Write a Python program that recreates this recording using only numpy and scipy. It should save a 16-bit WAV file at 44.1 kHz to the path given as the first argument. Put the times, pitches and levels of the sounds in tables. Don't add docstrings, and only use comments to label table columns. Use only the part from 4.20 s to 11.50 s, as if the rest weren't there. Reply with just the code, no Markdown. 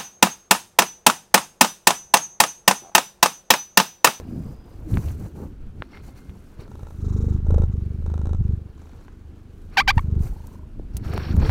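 import sys
import numpy as np
from scipy import signal
from scipy.io import wavfile
from scipy.ndimage import uniform_filter1d, minimum_filter1d

SR = 44100
rng = np.random.default_rng(int(sys.argv[2]) if len(sys.argv) > 2 else 0)


def invert_db(x):
    u = np.asarray(x, float) / 20
    return 10 ** u


def wrap_up_sound(samples):
    columns = np.atleast_2d(samples).T
    tamed = np.clip(columns, -1, 1)
    steps = np.round(tamed * 32767).astype(np.int16)
    wavfile.write(sys.argv[1], SR, steps)


N = 322004


def evened(x):
    return x / np.sqrt(np.mean(x ** 2) + 1e-20)


def read(points, hz):
    f, value = np.transpose(points)
    return np.interp(np.log(hz + 1), np.log(f + 1), value)


def add(mix, s, sound):
    part = mix[round(s * SR):][:len(sound)]
    part += sound[:len(part)]


def resonate(x, hz, width):
    r = np.exp(-np.pi * width / SR)
    return 2 * signal.lfilter([1 - r], [1, -r * np.exp(2j * np.pi * hz / SR)], x + 0j).real


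def band(x, lo_hz, hi_hz):
    return signal.sosfilt(signal.butter(2, [lo_hz, hi_hz], "band", fs=SR, output="sos"), x)


def noise(spectrum, size, patchy_db, flicker_db):
    frames, hz = 4 * N // size + 8, np.fft.rfftfreq(size, 1 / SR)
    a, b, patches = rng.standard_normal((frames, len(hz), 3)).T
    patches = evened(uniform_filter1d(uniform_filter1d(patches, 8, 0), 8, 1))
    flicker = evened(uniform_filter1d(rng.standard_normal(frames), 3))
    level_db = read(spectrum, hz)[:, None] + patchy_db * patches + flicker_db * flicker
    z = (a + 1j * b) * invert_db(level_db)
    return evened(signal.istft(z, nperseg=size, noverlap=size * 3 // 4)[1][:N])


def held(start, end, start_db, end_db, rest_db, rise_db_per_s, fall_db_per_s):
    t = np.arange(0, N + 64, 64)[:, None] / SR
    hold_db = start_db + (end_db - start_db) * np.clip((t - start) / (end - start), 0, 1)
    db = hold_db - rise_db_per_s * np.maximum(start - t, 0) - fall_db_per_s * np.maximum(t - end, 0)
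    total_db = 10 * np.log10((invert_db(db) ** 2).sum(1) + invert_db(rest_db) ** 2)
    return np.interp(np.arange(N) / SR, t[:, 0], total_db)


def thump(t, hz, t60, ring_db, swell, slam):
    rise = swell * np.exp(-((t + .0035) / .0015) ** 2)
    dip = -slam * np.exp(-(t / .0014) ** 2)
    onset = 1 / (1 + np.exp(-(t + 0.00022) / 0.0035))
    ring = -np.cos(2 * np.pi * hz * t) * invert_db(ring_db - 60 * np.maximum(t, 0) / t60) * onset
    return rise + dip + ring * np.cos(np.pi / 2 * (t / t[-1]) ** 2)


def flutter(t, hz, width, overtone, phase):
    swing = 2 * np.pi * hz * t - phase
    wave = np.cos(swing) - overtone * np.cos(2 * swing)
    fade = np.cos(np.pi / 2 * t / t[-1]) * np.exp(-np.pi * width * t)
    return -wave * fade * (1 - np.exp(-t / 0.0033))


def purr(low_db, sway_db):
    # first pulse t/s, last pulse t/s, 1 = in and 0 = out, purr share of the low sound [0-1]
    breaths = [ (.4318, .6329, 0, .6), (.9927, 1.2591, 1, .6), (1.7364, 1.8583, 0, .6),
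               (2.1669, 2.3273, 0, .7), (2.4590, 2.7264, 1, .75), (2.7501, 3.2308, 0, .995),
               (3.2500, 3.4379, 1, .995), (3.5006, 3.7901, 0, .995), (3.8050, 4.1505, 1, .99),
               (4.2138, 4.5015, 0, .995), (4.5600, 4.9042, 1, .85), (4.9305, 5.3400, 0, .93),
               (5.3798, 5.5260, 1, .8), (5.8055, 6.0083, 0, .98), (6.1300, 6.5099, 1, .9),
               (6.8261, 7.0690, 0, .85), (7.1071, 7.1815, 1, .8)]
    # soft flap level/dB, sharp flap level/dB, gated breath level/dB
    breath_tone = [(-27, -46, -45), (0.5, -33, -51), (-24, -18, -45), (-12, -35, -45), (4, -1.5, -30.5),
                   (-3, -26, -35.5), (-1.5, -18.5, -45), (-7.5, -47, -48), (-3.5, -14.5, -43),
                   (-10.5, -32, -53.5), (-23, -6, -18), (-17, -46, -34), (-19, -25, -44.5), (-8, -35, -47),
                   (-31, -43, -50), (-36, -27.5, -37.5), (-31, -27, -29)]
    # f/Hz, t60/s, ring level/dB, swell [ratio], slam [ratio]
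    chest_modes = [(71.3, 0.056, 9, 1, 0.77), (73, 0.13, 12, 0.86, 2.6)]
    # f/Hz, width/Hz, overtone share [0-1]
    soft_edges = [(195.8, 76, 0.47), (417, 158, 0.034)]
    # f/Hz, width/Hz, level/dB
    throat_modes = [(770, 550, 9), (1303, 140, 8), (3760, 510, -6.5), (5870, 2300, -13.5),
                    (7800, 840, -20.5), (2220, 950, -15.5)]
    # lead/s, length/s, soft share of the edges [0-1], fade level/dB over the breath
    puffs = [(.002, 0.028, 0.34, -6), (.014, 0.029, 1.0, 0)]
    pulse_rates = (24.7, 26.2)
    second_flaps = (-10, -8)
    # row, pip level/dB
    wheeze = (14, -13)

    thumps, heave, soft, flaps, gate, pips, share = (np.zeros(N) for _ in range(7))
    t, short = np.arange(-600, 4400) / SR, np.arange(700) / SR
    for row, ((first, last, inward, part), tone) in enumerate(zip(breaths, breath_tone)):
        soft_db, flap_db, air_db = tone
        cycles, second_db = round((last - first) * pulse_rates[inward]), second_flaps[inward]
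        pip_db = wheeze[1] if row == wheeze[0] else air_db - 8
        hz, *shape = chest_modes[inward]
        period, breath = (last - first) / cycles, np.zeros(N)
        flap_hz, width, overtone = soft_edges[inward]
        lead_s, puff_s, edges, fade_db = puffs[inward]
        for k, chance in enumerate(rng.standard_normal((16, 5))[:cycles + 1]):
            s = first + k * period + .0006 * chance[4]
            beat = thump(t, hz * (1 + 0.066 * chance[0]), *shape)
            add(breath, s + t[0], invert_db(.5 * chance[1]) * beat)

            reopen = s + (.34 + .19 * inward) * period + 0.00042 * chance[2]
            rattle = np.zeros(240)
            slap_at = [0, 95, 190] + rng.integers(0, 30, 3)
            rattle[slap_at] = [.22, 1, .3] * invert_db(1.5 * rng.standard_normal(3))
            edge_db = -4.0 * (k == 0) - 21.0 * (k == cycles)
            later = .0145 + .002 * chance[1]
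            flap = flutter(short, flap_hz * (1 + .12 * chance[2]), width, overtone, .5 * chance[0])
            strength_db = 1.3 * chance[3]
            for lag, db in ((0, strength_db), (later, second_db + 3.7 * chance[4])):
                add(soft, reopen + lag - .0035, invert_db(soft_db + db + edge_db) * flap)
                add(flaps, reopen + lag - .0025, invert_db(flap_db + db + edge_db) * rattle)

            puff = signal.windows.tukey(round(puff_s * SR), min(edges, 1)) ** 2
            puff_db = air_db + fade_db * (2 * k / cycles - 1) + 2 * chance[0]
            add(gate, reopen - lead_s, invert_db(puff_db) * puff)

            pip_hz = 740 + 170 * np.sin(np.pi * k / cycles * .8)
            pip = np.sin(2 * np.pi * pip_hz * short * (.94 + 10 * short)) * np.hanning(len(short))
            add(pips, s - .009, invert_db(pip_db + chance[3] + edge_db) * pip)
        span = slice(round((first - .01) * SR), round((last + period) * SR))
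        thumps += part * breath / np.std(breath[span])
        turns = (np.arange(N)[span] / SR - first) / period - .3
        heave[span] = part * np.sqrt(2) * np.cos(2 * np.pi * turns)
        share[span] = part
    thumps = signal.filtfilt(*signal.butter(1, 30, "high", fs=SR), thumps)
    throat = sum(invert_db(db) * resonate(resonate(flaps, f, w), f, w) for f, w, db in throat_modes)
    hiss = band(rng.standard_normal(N), 1000, 1350) * 4
    hiss = hiss + band(rng.standard_normal(N), 3580, 4150) * 0.93
    hiss = hiss + band(rng.standard_normal(N), 5500, 7300)
    voiced = thumps + invert_db(10.0) * soft + invert_db(23.5) * throat + invert_db(3.5) * gate * hiss + pips
    cat = invert_db(low_db) * voiced + invert_db(sway_db) * uniform_filter1d(heave, 400)
    return cat, uniform_filter1d(share, 600)


def squeaks():
    events = [
        (5.562, 0.076, 757, -12.5, 1.5, 0.84),
        (5.669, .064, 763, -13.5, 2.5, .75),
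        (5.774, .028, 906, -16.5, -4.5, 1),
    ]
    # share of its length [0-1], pitch over lowest pitch [ratio], level/dB
    full = [(0, 1.72, -36), (.09, 1.5, -24), (.13, 1.27, -2), (.23, 1.03, -1), (.33, 1.0, .5),
            (.51, 1.1, -2), (.6, 1.48, -2.5), (.76, 1.6, -16), (1, 1.66, -42)]
    broken = [(0, 1.02, -21.5), (.25, 1.025, 0), (.45, 1.02, -13.5), (.54, 1.19, -26), (.7, 1.2, -6),
              (1, 1.2, -40)]
    # f/Hz, level/dB
    body = [(700, 1.5), (1600, 1.5), (2300, 1), (3100, -5.5), (3900, -11), (4600, -8.5), (5400, -17.5),
            (6500, -23), (9000, -40), (16000, -36.5)]

    out = np.zeros(N)
    for (start, length, low_hz, top_db, tilt_db, sounded), shape in zip(events, (full, full, broken)):
        at, *columns = np.transpose(shape)
        t = np.arange(0, sounded * length, 1 / SR)
        ratio, under_db = (uniform_filter1d(np.interp(t / length, at, c), 90, mode="nearest") for c in columns)
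        hz, level_db = low_hz * ratio, top_db + under_db
        bright_db = tilt_db + 0.52 * under_db
        wobble = uniform_filter1d(rng.standard_normal((2, 4000))[:, :len(t)], 40)
        turns = np.cumsum(hz * (1 + 0.18 * wobble[0])) / SR
        shimmer_db = 4.7 * uniform_filter1d(rng.standard_normal((20, 4000)), 200)[:, :len(t)]
        tone = np.zeros(len(t))
        for k in range(1, 20):
            partial_db = read(body, k * hz) + bright_db * np.log2(k) + shimmer_db[k]
            tone += invert_db(partial_db) * (k * hz < 16000) * np.cos(2 * np.pi * k * turns + .7 * k * k)
        tone /= np.sqrt(uniform_filter1d(tone ** 2, 300))
        leak = band(rng.standard_normal(4000)[:len(t)], 1500, 9900)
        tone = tone * (1 + .8 * wobble[1]) + 0.044 * leak
        add(out, start, invert_db(level_db) * tone * signal.windows.tukey(len(t), .1))
    t = np.arange(5000) / SR
    echo = band(rng.standard_normal(5000), 450, 5000) * invert_db(-60 * t / 0.15)
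    return out + invert_db(-39.0) * signal.oaconvolve(out, echo / np.linalg.norm(echo))[:N]


def handling(low_db, sway_db, share):
    # start t/s, end t/s, rub level/dB, scrape level/dB, hiss level/dB
    slides = [(0, -0.018, -39, -49, -56.5), (0.077, 0.333, -49.5, -63.5, -66),
              (0.468, 0.66, -53.5, -67, -71), (0.698, 0.919, -45.5, -54.5, -55),
              (0.992, 1.066, -50.5, -59, -60), (1.167, 1.245, -44, -63.5, -62.5),
              (1.605, 1.65, -68, -60, -75), (1.722, 1.773, -53, -53, -70.5),
              (1.841, 1.895, -55, -58.5, -61.5), (1.975, 1.968, -59, -53, -59),
              (2.016, 2.335, -60.5, -66.5, -69.5), (2.404, 2.413, -44.5, -51.5, -64.5),
              (2.492, 3.14, -64, -68, -68.5), (3.268, 3.434, -45, -70, -71.5),
              (3.59, 4.049, -72, -68.5, -76.5), (4.595, 4.855, -68, -65.5, -73.5),
              (5.317, 5.505, -75, -84, -74.5), (5.541, 5.539, -56, -50.5, -65.5),
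              (5.76, 5.804, -64, -60, -61.5), (5.859, 5.952, -57, -73, -82.5),
              (6.02, 6.071, -47.5, -55.5, -55.5), (6.12, 6.352, -56, -64, -66.5),
              (6.74, 6.776, -49.5, -60.5, -69.5), (6.847, 6.9, -45.5, -46.5, -62.5),
              (6.914, 6.968, -35, -45.5, -65), (6.964, 7.108, -46, -41.5, -65),
              (7.15, 7.173, -37.5, -73, -64), (7.231, 7.219, -25.5, -33, -55),
              (7.258, 7.297, -39, -37, -55)]
    # rub level/dB, scrape level/dB, hiss level/dB
    slide_rest = (-59, -73, -77)
    # f/Hz, level/dB per Hz
    rumble_spectrum = [(18, -8), (30, -7.5), (65, 4.5), (92, 1.5), (288, -9.5), (423, -21), (495, -27.5),
                       (781, -37.5), (900, -56), (1170, -93), (1980, -120)]
    # f/Hz, level/dB
    rub_spectrum = [(150, -18.5), (250, 5), (398, 4.5), (490, -9), (715, -4.5), (954, -9), (1700, -24.5),
                    (2210, -45), (3740, -120)]
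    # f/Hz, level/dB
    scrape_spectrum = [(880, -3.5), (1500, 0.5), (1900, -7.5), (2190, -3.5), (3460, -14), (4460, -6),
                       (4900, -18), (5630, -10), (6000, -29.5), (7800, -59), (13200, -120)]
    # f/Hz, level/dB
    hiss_spectrum = [(2940, -47.5), (5000, 1.5), (5300, -13.5), (5820, 5.5), (6520, 3), (12200, -0.5),
                     (13600, -1), (14100, -0.5), (14600, -4), (15600, -3), (16000, -5)]
    # start t/s, end t/s
    over_capsule = [(0, 1.33), (5.75, 6.4)]
    # start t/s, end t/s, f/Hz, width/Hz, level/dB
    whistles = [
        (0, 0.613, 4930, 250, -72.5),
        (1.726, 1.787, 2120, 88, -54),
        (1.798, 2.15, 2120, 59, -72),
        (5.403, 6.606, 624, 25.5, -68.5),
        (6.813, 7.3, 13300, 2600, -67),
    ]

    start, end, *levels = np.transpose(slides)
    rub_db, scrape_db, hiss_db = (held(start, end, db, db, rest_db, rise_db_per_s=498.5, fall_db_per_s=253.5)
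                                  for db, rest_db in zip(levels, slide_rest))
    rumble = invert_db(low_db) * noise(rumble_spectrum, size=2048, patchy_db=4.0, flicker_db=-1.0)
    chest = evened(resonate(resonate(rumble / invert_db(low_db), 80, 45), 80, 90))
    pressed = np.clip(12 * (-minimum_filter1d(-share, 9000) - .9), 0, .95)
    rumble = (1 - pressed) * rumble + pressed * invert_db(low_db + 2.0) * chest
    sway = invert_db(sway_db) * evened(band(rng.standard_normal(N), 9.8, 62.4))
    out = np.sqrt(1 - share ** 2) * (rumble + sway)
    out = out + invert_db(rub_db) * noise(rub_spectrum, size=256, patchy_db=2.5, flicker_db=2.0)
    out = out + invert_db(scrape_db) * noise(scrape_spectrum, size=256, patchy_db=3.0, flicker_db=1.0)
    hiss = noise(hiss_spectrum, size=256, patchy_db=-0.5, flicker_db=2.1)
    t = np.arange(N) / SR
    brushed = sum((t > a) & (t < b) for a, b in over_capsule)
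    capsule_peak = resonate(resonate(hiss, 14500, 500), 14500, 500)
    out = out + invert_db(hiss_db) * (hiss + 2.9 * brushed * capsule_peak)
    for start, end, hz, width, db in whistles:
        air = rng.standard_normal(N)[:round((end - start) * SR)]
        whistle = evened(resonate(resonate(air, hz, width), hz, width))
        add(out, start, invert_db(db) * whistle * signal.windows.tukey(len(air), .3))
    return out


def knocks():
    # t/s, dull level/dB, middle level/dB, bright level/dB, t60/s
    snaps = [(0.741, -55, -33, -46, 0.041), (0.772, -17.5, -49, -50, 0.017), (0.886, -58, -36, -43, 0.004),
             (1.622, -17.5, -30, -63, 0.019), (1.773, -38, -39, -61, 0.012), (2.095, -43, -46, -61, 0.07),
             (4.882, -36.5, -70, -73.5, 0.036), (6.27, -57.5, -70, -39, 0.02),
             (6.592, -64, -60, -76.5, 0.016), (6.768, -39, -37, -23.5, 0.026),
             (6.936, -24, -48, -38, 0.039), (6.978, -15, -48, -29.5, 0.0032),
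             (7.167, -32, -53, -32.5, 0.0024), (7.227, -39.5, -48, -46.5, 0.012),
             (7.295, -15, -64, -38, 0.015)]
    # t/s, peak level/dB, f/Hz, t60/s
    bumps = [
        (0.773, 0, 120, 0.016),
        (1.601, -19, 104, 0.029),
        (2.39, -18, 91.5, 0.024),
        (2.628, -16, 89.6, 0.025),
        (5.768, 1, 80, .04),
        (6.596, -21.5, 350, 0.011),
        (6.743, -21, 70.5, 0.14),
        (7.17, -11, 75, 0.18),
        (7.288, -7, 90.3, 0.07),
    ]

    out, t = np.zeros(N), np.arange(6000) / SR
    for (s, dull_db, mid_db, bright_db, t60), grit in zip(snaps, rng.standard_normal((len(snaps), 6000))):
        fizz = grit * invert_db(-60 * t / t60)
        crack = .05 * fizz + (t == 0)
        dull = band(band(crack, 250, 1500), 100, 4000)
        middle = -band(band(crack, 1500, 4200), 1200, 4500)
        bright = band(fizz, 5000, 16000)
        parts = ((dull_db, dull), (mid_db, middle), (bright_db, bright))
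        add(out, s, sum(invert_db(db) * p / abs(p).max() for db, p in parts))
    for s, db, hz, t60 in bumps:
        onset = np.sin(np.pi / 2 * np.minimum(t * hz / 0.53, 1)) ** 2
        add(out, s, -invert_db(db + 5.0 - 60 * t / t60) * np.cos(2 * np.pi * hz * t) * onset)
    return out


def room_noise():
    # f/Hz, level/dB
    room_spectrum = [(88, -54), (150, -16), (186, 9.5), (384, -1.5), (692, -24.5), (1460, -16),
                     (1950, -23.5), (2890, -24), (4630, -31), (15500, -45), (16100, -43)]
    return invert_db(-52.5) * noise(room_spectrum, size=1024, patchy_db=1.2, flicker_db=1.2)


def scene():
    # start t/s, end t/s, low level/dB at start, low level/dB at end
    presses = [(0.135, 0.31, -26, -32), (0.627, 0.757, -33.5, -20.5), (0.853, 1.06, -32, -36),
               (1.196, 1.216, -30.5, -26), (1.6, 1.6, -36, -36.5), (1.835, 1.87, -41.5, -56),
               (2.07, 2.093, -62, -34), (2.473, 2.695, -43.5, -39.5), (2.856, 3.15, -21.5, -18),
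               (3.317, 3.444, -13.5, -15), (3.54, 3.783, -22, -27.5), (3.866, 4.152, -23, -20.5),
               (4.216, 4.318, -21.5, -18), (4.443, 4.823, -37.5, -54), (5.05, 5.5, -47, -41.5),
               (5.606, 5.73, -33.5, -32), (5.84, 6.003, -24, -16), (6.137, 6.447, -35.5, -38.5),
               (6.567, 6.6, -41, -34.5), (6.858, 6.983, -24, -25.5), (7.084, 7.14, -25, -19),
               (7.205, 7.255, -16, -25), (7.27, 7.317, -42, -28)]
    # start t/s, end t/s, sway level/dB
    lurches = [(0.637, .77, -35.5), (1.217, 1.31, -42), (1.434, 1.483, -33.5), (1.6, 1.62, -43),
               (1.856, 1.875, -38.5), (2.388, 2.46, -42), (2.61, 2.72, -44), (2.863, 3.22, -29.5),
               (3.294, 3.448, -21), (3.506, 3.66, -36), (3.85, 3.86, -26), (4.056, 4.18, -28.5),
               (4.2, 4.34, -31.5), (4.895, 4.922, -42.5), (5.435, 5.65, -40.5), (5.79, 5.763, -15),
               (5.998, 6.106, -25), (6.137, 6.296, -41.5), (6.559, 6.666, -34), (6.723, 6.883, -34.5),
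               (7.077, 7.11, -29), (7.23, 7.228, -18), (7.29, 7.29, -27)]
    # f/Hz, width/Hz, level/dB
    tube = (2050, 14, -21)

    low_db = held(*np.transpose(presses), rest_db=-46.5, rise_db_per_s=148.5, fall_db_per_s=169)
    start, end, db = np.transpose(lurches)
    sway_db = held(start, end, db, db, rest_db=-49, rise_db_per_s=153.5, fall_db_per_s=255.5)
    cat, share = purr(low_db, sway_db)
    near = cat + handling(low_db, sway_db, share) + knocks() + squeaks()
    hz, width, ring_db = tube
    return (near + invert_db(ring_db + 9.5) * resonate(near, hz, width) + room_noise())[None]


def band_limit(x):
    return signal.sosfilt(signal.butter(12, 15840, fs=SR, output="sos"), x)


def record(dry):
    return band_limit(dry)


dry = scene()
out = record(dry)
wrap_up_sound(out)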